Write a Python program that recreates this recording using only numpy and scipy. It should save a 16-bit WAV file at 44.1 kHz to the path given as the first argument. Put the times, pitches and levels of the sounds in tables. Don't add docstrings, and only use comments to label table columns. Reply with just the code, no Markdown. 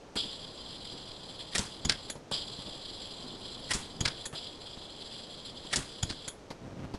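import sys
import numpy as np
from scipy import signal
from scipy.fft import rfft, irfft
from scipy.io import wavfile
from scipy.ndimage import uniform_filter1d

SR = 44100
rng = np.random.default_rng(int(sys.argv[2]) if len(sys.argv) > 2 else 0)


def int16_out(signal):
    q = np.round(np.clip(np.atleast_2d(signal).T, -1, 1) * 32767)
    wavfile.write(sys.argv[1], SR, q.astype(np.int16))


N = 307994
T = np.arange(N) / SR

# start_s, level_db, burn_s
ARC_STRIKES = [(1.5803, -25.5, 0.0033), (3.7357, -30, 0.0104), (5.759, -24, 0.003)]
# start_s, level_db, contact_s
VALVE_OPENINGS = [(.156, -35, 0.011), (2.313, -32, 0.00468), (4.328, -44.5, 0.034)]
PULLBACKS = [(1.520, -51, 0.038), (1.5515, -26.5, 0.011), (3.693, -43.5, 0.0088), (3.709, -26, 0.0098),
             (5.7135, -46.5, 0.018), (5.731, -25.5, 0.0093)]
RELEASES = [(1.8505, -25.5, 0.0028), (4.007, -27, 0.0049), (6.029, -24, 0.0026)]
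VALVE_CLOSINGS = [(2.0998, -32, 0.0036), (4.2548, -35.5, 0.011), (6.279, -33.5, 0.0066)]
# start_s, level_db, contact_s, bounce_level_db
LANDINGS = [(1.8962, -18, 0.0044, -29.5), (4.0535, -24.5, .01, -29), (6.099, -34, .01, -44.5)]
# start_s, level_db, contact_s, thud_level_db
PIECE_KNOCKS = [(2.154, -49, 0.014, -39), (2.587, -52, .005, -36), (4.77, -48, .0035, -41),
                (5.648, -47, 0.0039, -44), (6.5042, -38.5, 0.0071, -40), (6.939, -41.5, 0.013, -28)]

# start_s, stop_s, hiss_db, opening_surge_db, rumble_db
GAS_FLOWS = [(0.16, 2.10, -48, 15, -54.5), (2.317, 4.255, -47, 12, -53), (4.347, 6.279, -48.5, 10, -57.5)]
# peak_s, boost_db
HISS_SPURTS = [(.853, 3), (1.295, 8), (1.41, 10.5)]
GAS_PUFFS = [(.25, 17), (.94, 14), (2.68, 16), (3.27, 13), (3.35, 17)]
GRIP_SLIPS = [(6.80, 7.5), (6.845, 8)]

# pitch_hz, level_db
ARC_TONE = [(150, -1), (600, -3.5), (2300, -8), (3300, -1), (4700, 2), (7600, 0.5), (8700, -5), (10200, -6),
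            (11300, -25)]
SIZZLE_TONE = [(100, 8), (350, -15), (1000, 3), (2000, -1.5), (4700, -5), (7600, -3), (10300, -7.5),
               (11500, -20)]
PULLBACK_TONE = [(100, 8), (250, 4), (800, 3.5), (1900, 6.5), (3500, 7), (5600, 4.5), (6300, -1), (8500, 2),
                 (10400, -0.5), (11300, -18)]
RELEASE_TONE = [(100, 17.5), (300, -14), (600, -4.5), (2000, -6.5), (3300, -20), (5800, -8), (6900, 0),
                (8400, -18), (10300, -11.5), (12000, -31)]
LANDING_TONE = [(100, -2.5), (250, -5.5), (800, -7.5), (1600, -1), (3000, -4), (4800, 4.5), (6200, -8),
                (9600, -11), (11300, -33)]
OPENING_TONE = [(100, -26), (250, 4), (1200, -2), (2300, -11), (3300, -5.5), (6000, -19.5), (8000, -13.5),
                (10300, -15), (12000, -30)]
CLOSING_TONE = [(200, 2.5), (1200, -4.5), (1800, 0.5), (2600, -6.5), (4400, 1.5), (5300, -9.5), (6900, 6),
                (8500, -3.5), (10300, -3.5), (12000, -21)]
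JET_TONE = [(600, -40), (1500, -20.5), (2500, -20), (5500, -52), (8200, -24.5), (9300, -25.5),
            (10600, -28.5), (12000, -55.5)]
RUMBLE_TONE = [(25, 4.5), (60, -2), (120, 4), (260, -6), (500, -6), (1050, -6.5), (1450, -20.5),
               (3000, -39.5)]
KNOCK_TONE = [(80, -1), (350, 3), (900, -19), (1300, -12.5), (3400, -14.5), (4600, -11.5), (12000, -34.5)]
RUB_TONE = [(40, -6), (120, 2.5), (270, -0.5), (500, -12), (1100, -19), (2400, -26.5), (6000, -39),
            (11000, -51)]
WORKSHOP_TONE = [(20, -3), (45, -0.5), (110, -2), (300, -0.5), (520, 0), (1060, -10), (2000, -17.5),
                 (6000, -21.5), (12000, -40.5)]

# pitch_hz, width_hz, level_db
TIP_RINGS = [(7500, 200, -10)]
PLUNGER_RINGS = [(1890, 190, -7), (5400, 450, -13)]
LATCH_RINGS = [(3320, 280, -5), (4850, 300, -10), (6830, 400, -4.5)]
END_STOP_RINGS = [(1600, 300, -14), (3050, 400, -16)]
VALVE_RINGS = [(3400, 240, -9), (6780, 260, -13), (10250, 520, -8)]
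PIECE_RINGS = [(574, 120, -6.5), (900, 150, -4)]
# pitch_hz, width_hz, level_db, surge_factor
NOZZLE_NOTES = [(3333, 394, 0.5, 1.26), (4116, 390, -2, 1), (4817, 316, -2.5, 1.23), (7520, 410, -12, 1.11),
                (10130, 670, -22, 0.77)]

# (here and below, a fade_s is the time a sound takes to drop by 60 dB)
HEAD_JOLTS = [(VALVE_OPENINGS, .004, -38.5, 150, .079), (ARC_STRIKES, .013, -32.5, 116, .17),
              (RELEASES, .004, -31, 152, .19), (LANDINGS, .004, -36.5, 100, .14),
              (VALVE_CLOSINGS, .004, -51, 60, .1)]


def arc_cracks():
    return hits(ARC_STRIKES, ARC_TONE, TIP_RINGS, rise_s=.00065, settle_s=.0111,
                ring_fade_s=.027, tail_db=-38, tail_fade_s=.1, grit_db=4)


def arc_sizzle(delay_s=.01, level_db=-37.5, fade_s=.38, size=16384):
    fizz, t = np.zeros(N), np.arange(size) / SR
    for start_s, _, _ in ARC_STRIKES:
        add(fizz, start_s + delay_s, rng.standard_normal(size) * rise(t, .00146) * fade(t, fade_s))
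    tint = unit_energy(colour(signal.unit_impulse(size), SIZZLE_TONE))
    sputter_db = 1.5 * wander(300)
    return signal.fftconvolve(fizz * gain(level_db + sputter_db), tint)[:N]


def electrode_pullbacks():
    return hits(PULLBACKS, PULLBACK_TONE, PLUNGER_RINGS, rise_s=.0029, settle_s=.0061,
                ring_fade_s=.054, tail_db=-12, tail_fade_s=.26, grit_db=-2)


def electrode_releases():
    return hits(RELEASES, RELEASE_TONE, LATCH_RINGS, rise_s=.0011, settle_s=.005,
                ring_fade_s=.04, tail_db=-13, tail_fade_s=.08, grit_db=2.4)


def electrode_landings(bounce_delay_s=.025, bounce_contact_share=.67):
    contacts = []
    for start_s, level_db, contact_s, bounce_db in LANDINGS:
        contacts.append((start_s, level_db, contact_s))
        contacts.append((start_s + bounce_delay_s, bounce_db, contact_s * bounce_contact_share))
    return hits(contacts, LANDING_TONE, END_STOP_RINGS, rise_s=.0017, settle_s=.0032,
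                ring_fade_s=.13, tail_db=-9.5, tail_fade_s=.085, grit_db=5.5)


def valve_openings():
    return hits(VALVE_OPENINGS, OPENING_TONE, [], rise_s=.00042, settle_s=.0045,
                ring_fade_s=.1, tail_db=-8, tail_fade_s=.42, grit_db=1)


def valve_closings():
    return hits(VALVE_CLOSINGS, CLOSING_TONE, VALVE_RINGS, rise_s=.0003, settle_s=.005,
                ring_fade_s=.11, tail_db=-15, tail_fade_s=.18, grit_db=2.4)


def head_jolts():
    out = np.zeros(N)
    for events, delay_s, level_db, pitch_hz, fade_s in HEAD_JOLTS:
        for start_s, *_ in events:
            add(out, start_s + delay_s, thump(level_db, pitch_hz, fade_s))
    return out


def gas():
    hiss_gain, rumble_gain, surge_db = np.zeros((3, N))
    for start_s, stop_s, hiss_db, opening_db, rumble_db in GAS_FLOWS:
        flow = on_between(start_s, stop_s, rise_s=.007, fall_s=.02)
        hiss_gain += flow * gain(hiss_db)
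        rumble_gain += flow * gain(rumble_db)
        age_s = np.maximum(T - start_s, 0)
        surge_db += (T > start_s) * opening_db * np.exp(-(age_s / .12) ** 1.28)
    return hiss_gain * nozzle_hiss(surge_db) + rumble_gain * gas_on_fingers()


def nozzle_hiss(surge_db, dip_db=-1.5, dip_ease_s=.15):
    notes, surging_notes = np.zeros((2, N))
    for pitch_hz, width_hz, level_db, surge_factor in NOZZLE_NOTES:
        swirls = rng.standard_normal(N) * gain(1.5 * wander(70))
        note = gain(level_db) * resonate(swirls, pitch_hz, width_hz)
        notes += note
        surging_notes += note * gain(surge_factor * surge_db)
    spurt_db = swells(HISS_SPURTS, width_s=.018) + 1.6 * wander(22.14)
    nozzle = surging_notes * gain(.64 * spurt_db)
    jet = colour(rng.standard_normal(N), JET_TONE) * gain(.73 * surge_db + spurt_db)
    flutter_db = 1.9 * wander(170) + .6 * wander(60)
    drawn_back = sum(1. 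* (T > arc[0]) * (T < home[0]) for arc, home in zip(ARC_STRIKES, LANDINGS))
    drift_db = dip_db * uniform_filter1d(drawn_back, int(dip_ease_s * SR)) + .5 * wander(2.82)
    return (nozzle + jet) / np.std(notes) * gain(drift_db + flutter_db)


def gas_on_fingers():
    puff_db = np.maximum(swells(GAS_PUFFS, width_s=.026), 3 * wander(12))
    rumble = noise(RUMBLE_TONE) * gain(.97 * wander(20) + .24 * puff_db)
    puffs = unit_level(resonate(rng.standard_normal(N), pitch_hz=245, width_hz=155))
    return rumble + puffs * gain(-7.5 + puff_db)


def piece_knocks():
    out = hits(PIECE_KNOCKS, KNOCK_TONE, PIECE_RINGS, rise_s=.00036, settle_s=.011,
               ring_fade_s=.0184, tail_db=-29.5, tail_fade_s=.087, grit_db=.5)
    for start_s, _, _, thud_db in PIECE_KNOCKS:
        add(out, start_s, thump(thud_db, pitch_hz=45, fade_s=.044))
    return out


def hand_rub(start_s=6.6, stop_s=6.94, level_db=-50, judder_hz=112.1, count=80):
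    gaps_s = np.exp(.2 * rng.standard_normal(count)) / judder_hz
    stretch = np.interp(T, start_s + np.cumsum(gaps_s), np.arange(count)) % 1
    judder = colour(np.diff(stretch, prepend=0), RUB_TONE)
    rustle = gain(1) * noise(RUB_TONE)
    rub = judder / np.std(judder[T > start_s]) + rustle
    moving = on_between(start_s, stop_s, rise_s=.007, fall_s=.0096)
    return rub * moving * gain(level_db + swells(GRIP_SLIPS, width_s=.017) + 1.5 * wander(70))


def room_echo(sound, echo_db=-10.5, fade_s=.241, size=22050):
    t = np.arange(size) / SR
    echo = rng.standard_normal(size) * fade(t, fade_s) * rise(t, .0063)
    echo = colour(echo, [(200, 0), (2000, -4.5), (6000, -9), (12000, .5)])
    return sound + gain(echo_db) * signal.fftconvolve(sound, unit_energy(echo))[:N]


def workshop_noise(level_db=-51.5):
    return noise(WORKSHOP_TONE) * gain(level_db)


def hits(events, tone, rings, rise_s, settle_s, ring_fade_s, tail_db, tail_fade_s, grit_db, size=16384):
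    lead_s = .02
    out, t = np.zeros(N), np.arange(size) / SR - lead_s
    fade_in = np.exp(np.minimum(t, 0) / rise_s)
    tail = gain(tail_db) * fade(np.maximum(t, 0), tail_fade_s)
    for start_s, level_db, contact_s, *_ in events:
        since_contact_s = np.maximum(t - contact_s, 0)
        grains = np.repeat(rng.standard_normal(size // 32), 32)
        chatter = np.exp(-since_contact_s / settle_s) * gain(grit_db * grains)
        force = rng.standard_normal(size) * fade_in * (chatter + tail)
        crack = unit_energy(colour(force, tone))
        shiver = rng.standard_normal(size) * fade_in * fade(since_contact_s, ring_fade_s)
        ring = sum(gain(db) * unit_energy(resonate(shiver, hz, width_hz)) for hz, width_hz, db in rings)
        strength = gain(level_db) * np.sqrt((contact_s + settle_s / 2) * SR)
        add(out, start_s - lead_s, strength * unit_energy(crack + ring))
    return out


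def thump(level_db, pitch_hz, fade_s, size=16384):
    t = np.arange(size) / SR
    lurch = -np.sin(2 * np.pi * pitch_hz * t) * fade(t, .028)
    tone = [(20, -10), (min(pitch_hz, 240), 0), (290, -3), (460, -17), (1500, -45), (5000, -75)]
    shudder = colour(rng.standard_normal(size), tone) * fade(t, fade_s)
    body = unit_energy(lurch) + gain(2) * unit_energy(shudder)
    return gain(level_db) * np.sqrt(fade_s / np.log(1000) / 2 * SR) * unit_energy(body)


def colour(sound, tone, size=4096):
    pitch_hz, level_db = np.transpose(tone)
    grid_hz = np.maximum(np.arange(size // 2 + 1) * SR / size, 1)
    curve = gain(np.interp(np.log(grid_hz), np.log(pitch_hz), level_db))
    cepstrum = irfft(np.log(curve))
    cepstrum[1:size // 2] *= 2
    cepstrum[size // 2 + 1:] = 0
    return signal.fftconvolve(sound, irfft(np.exp(rfft(cepstrum))))[:len(sound)]


def resonate(sound, pitch_hz, width_hz):
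    b, a = signal.iirpeak(pitch_hz, pitch_hz / (1.5 * width_hz), fs=SR)
    return signal.lfilter(b, a, signal.lfilter(b, a, sound))


def noise(tone):
    return unit_level(colour(rng.standard_normal(N), tone))


def wander(rate_hz):
    hold = int(SR / rate_hz)
    steps = np.repeat(rng.standard_normal(N // hold + 1), hold)
    return unit_level(uniform_filter1d(uniform_filter1d(steps, hold), hold)[:N])


def swells(events, width_s):
    return sum(boost_db * np.exp(-((T - peak_s) / width_s) ** 2) for peak_s, boost_db in events)


def on_between(start_s, stop_s, rise_s, fall_s):
    return rise(np.maximum(T - start_s, 0), rise_s) * np.exp(-np.maximum(T - stop_s, 0) / fall_s)


def rise(t, rise_s):
    return 1 - np.exp(-t / rise_s)


def fade(t, fade_s):
    return np.exp(-np.log(1000) * t / fade_s)


def gain(db):
    return 10 ** (np.asarray(db) / 20)


def unit_level(sound):
    return sound / np.sqrt(np.mean(sound ** 2))


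def unit_energy(sound):
    return sound / np.sqrt(np.sum(sound ** 2))


def add(out, start_s, sound):
    first = int(start_s * SR)
    out[first:first + len(sound)] += sound[:N - first]


def scene():
    impacts = (valve_openings() + electrode_pullbacks() + arc_cracks() + arc_sizzle()
               + electrode_releases() + electrode_landings() + valve_closings()
               + piece_knocks() + head_jolts())
    return (room_echo(impacts) + gas() + hand_rub() + workshop_noise())[None]


def record(dry, top_hz=11950):
    return signal.sosfilt(signal.ellip(10, .2, 75, top_hz, fs=SR, output="sos"), dry)


dry = scene()
out = record(dry)
int16_out(out)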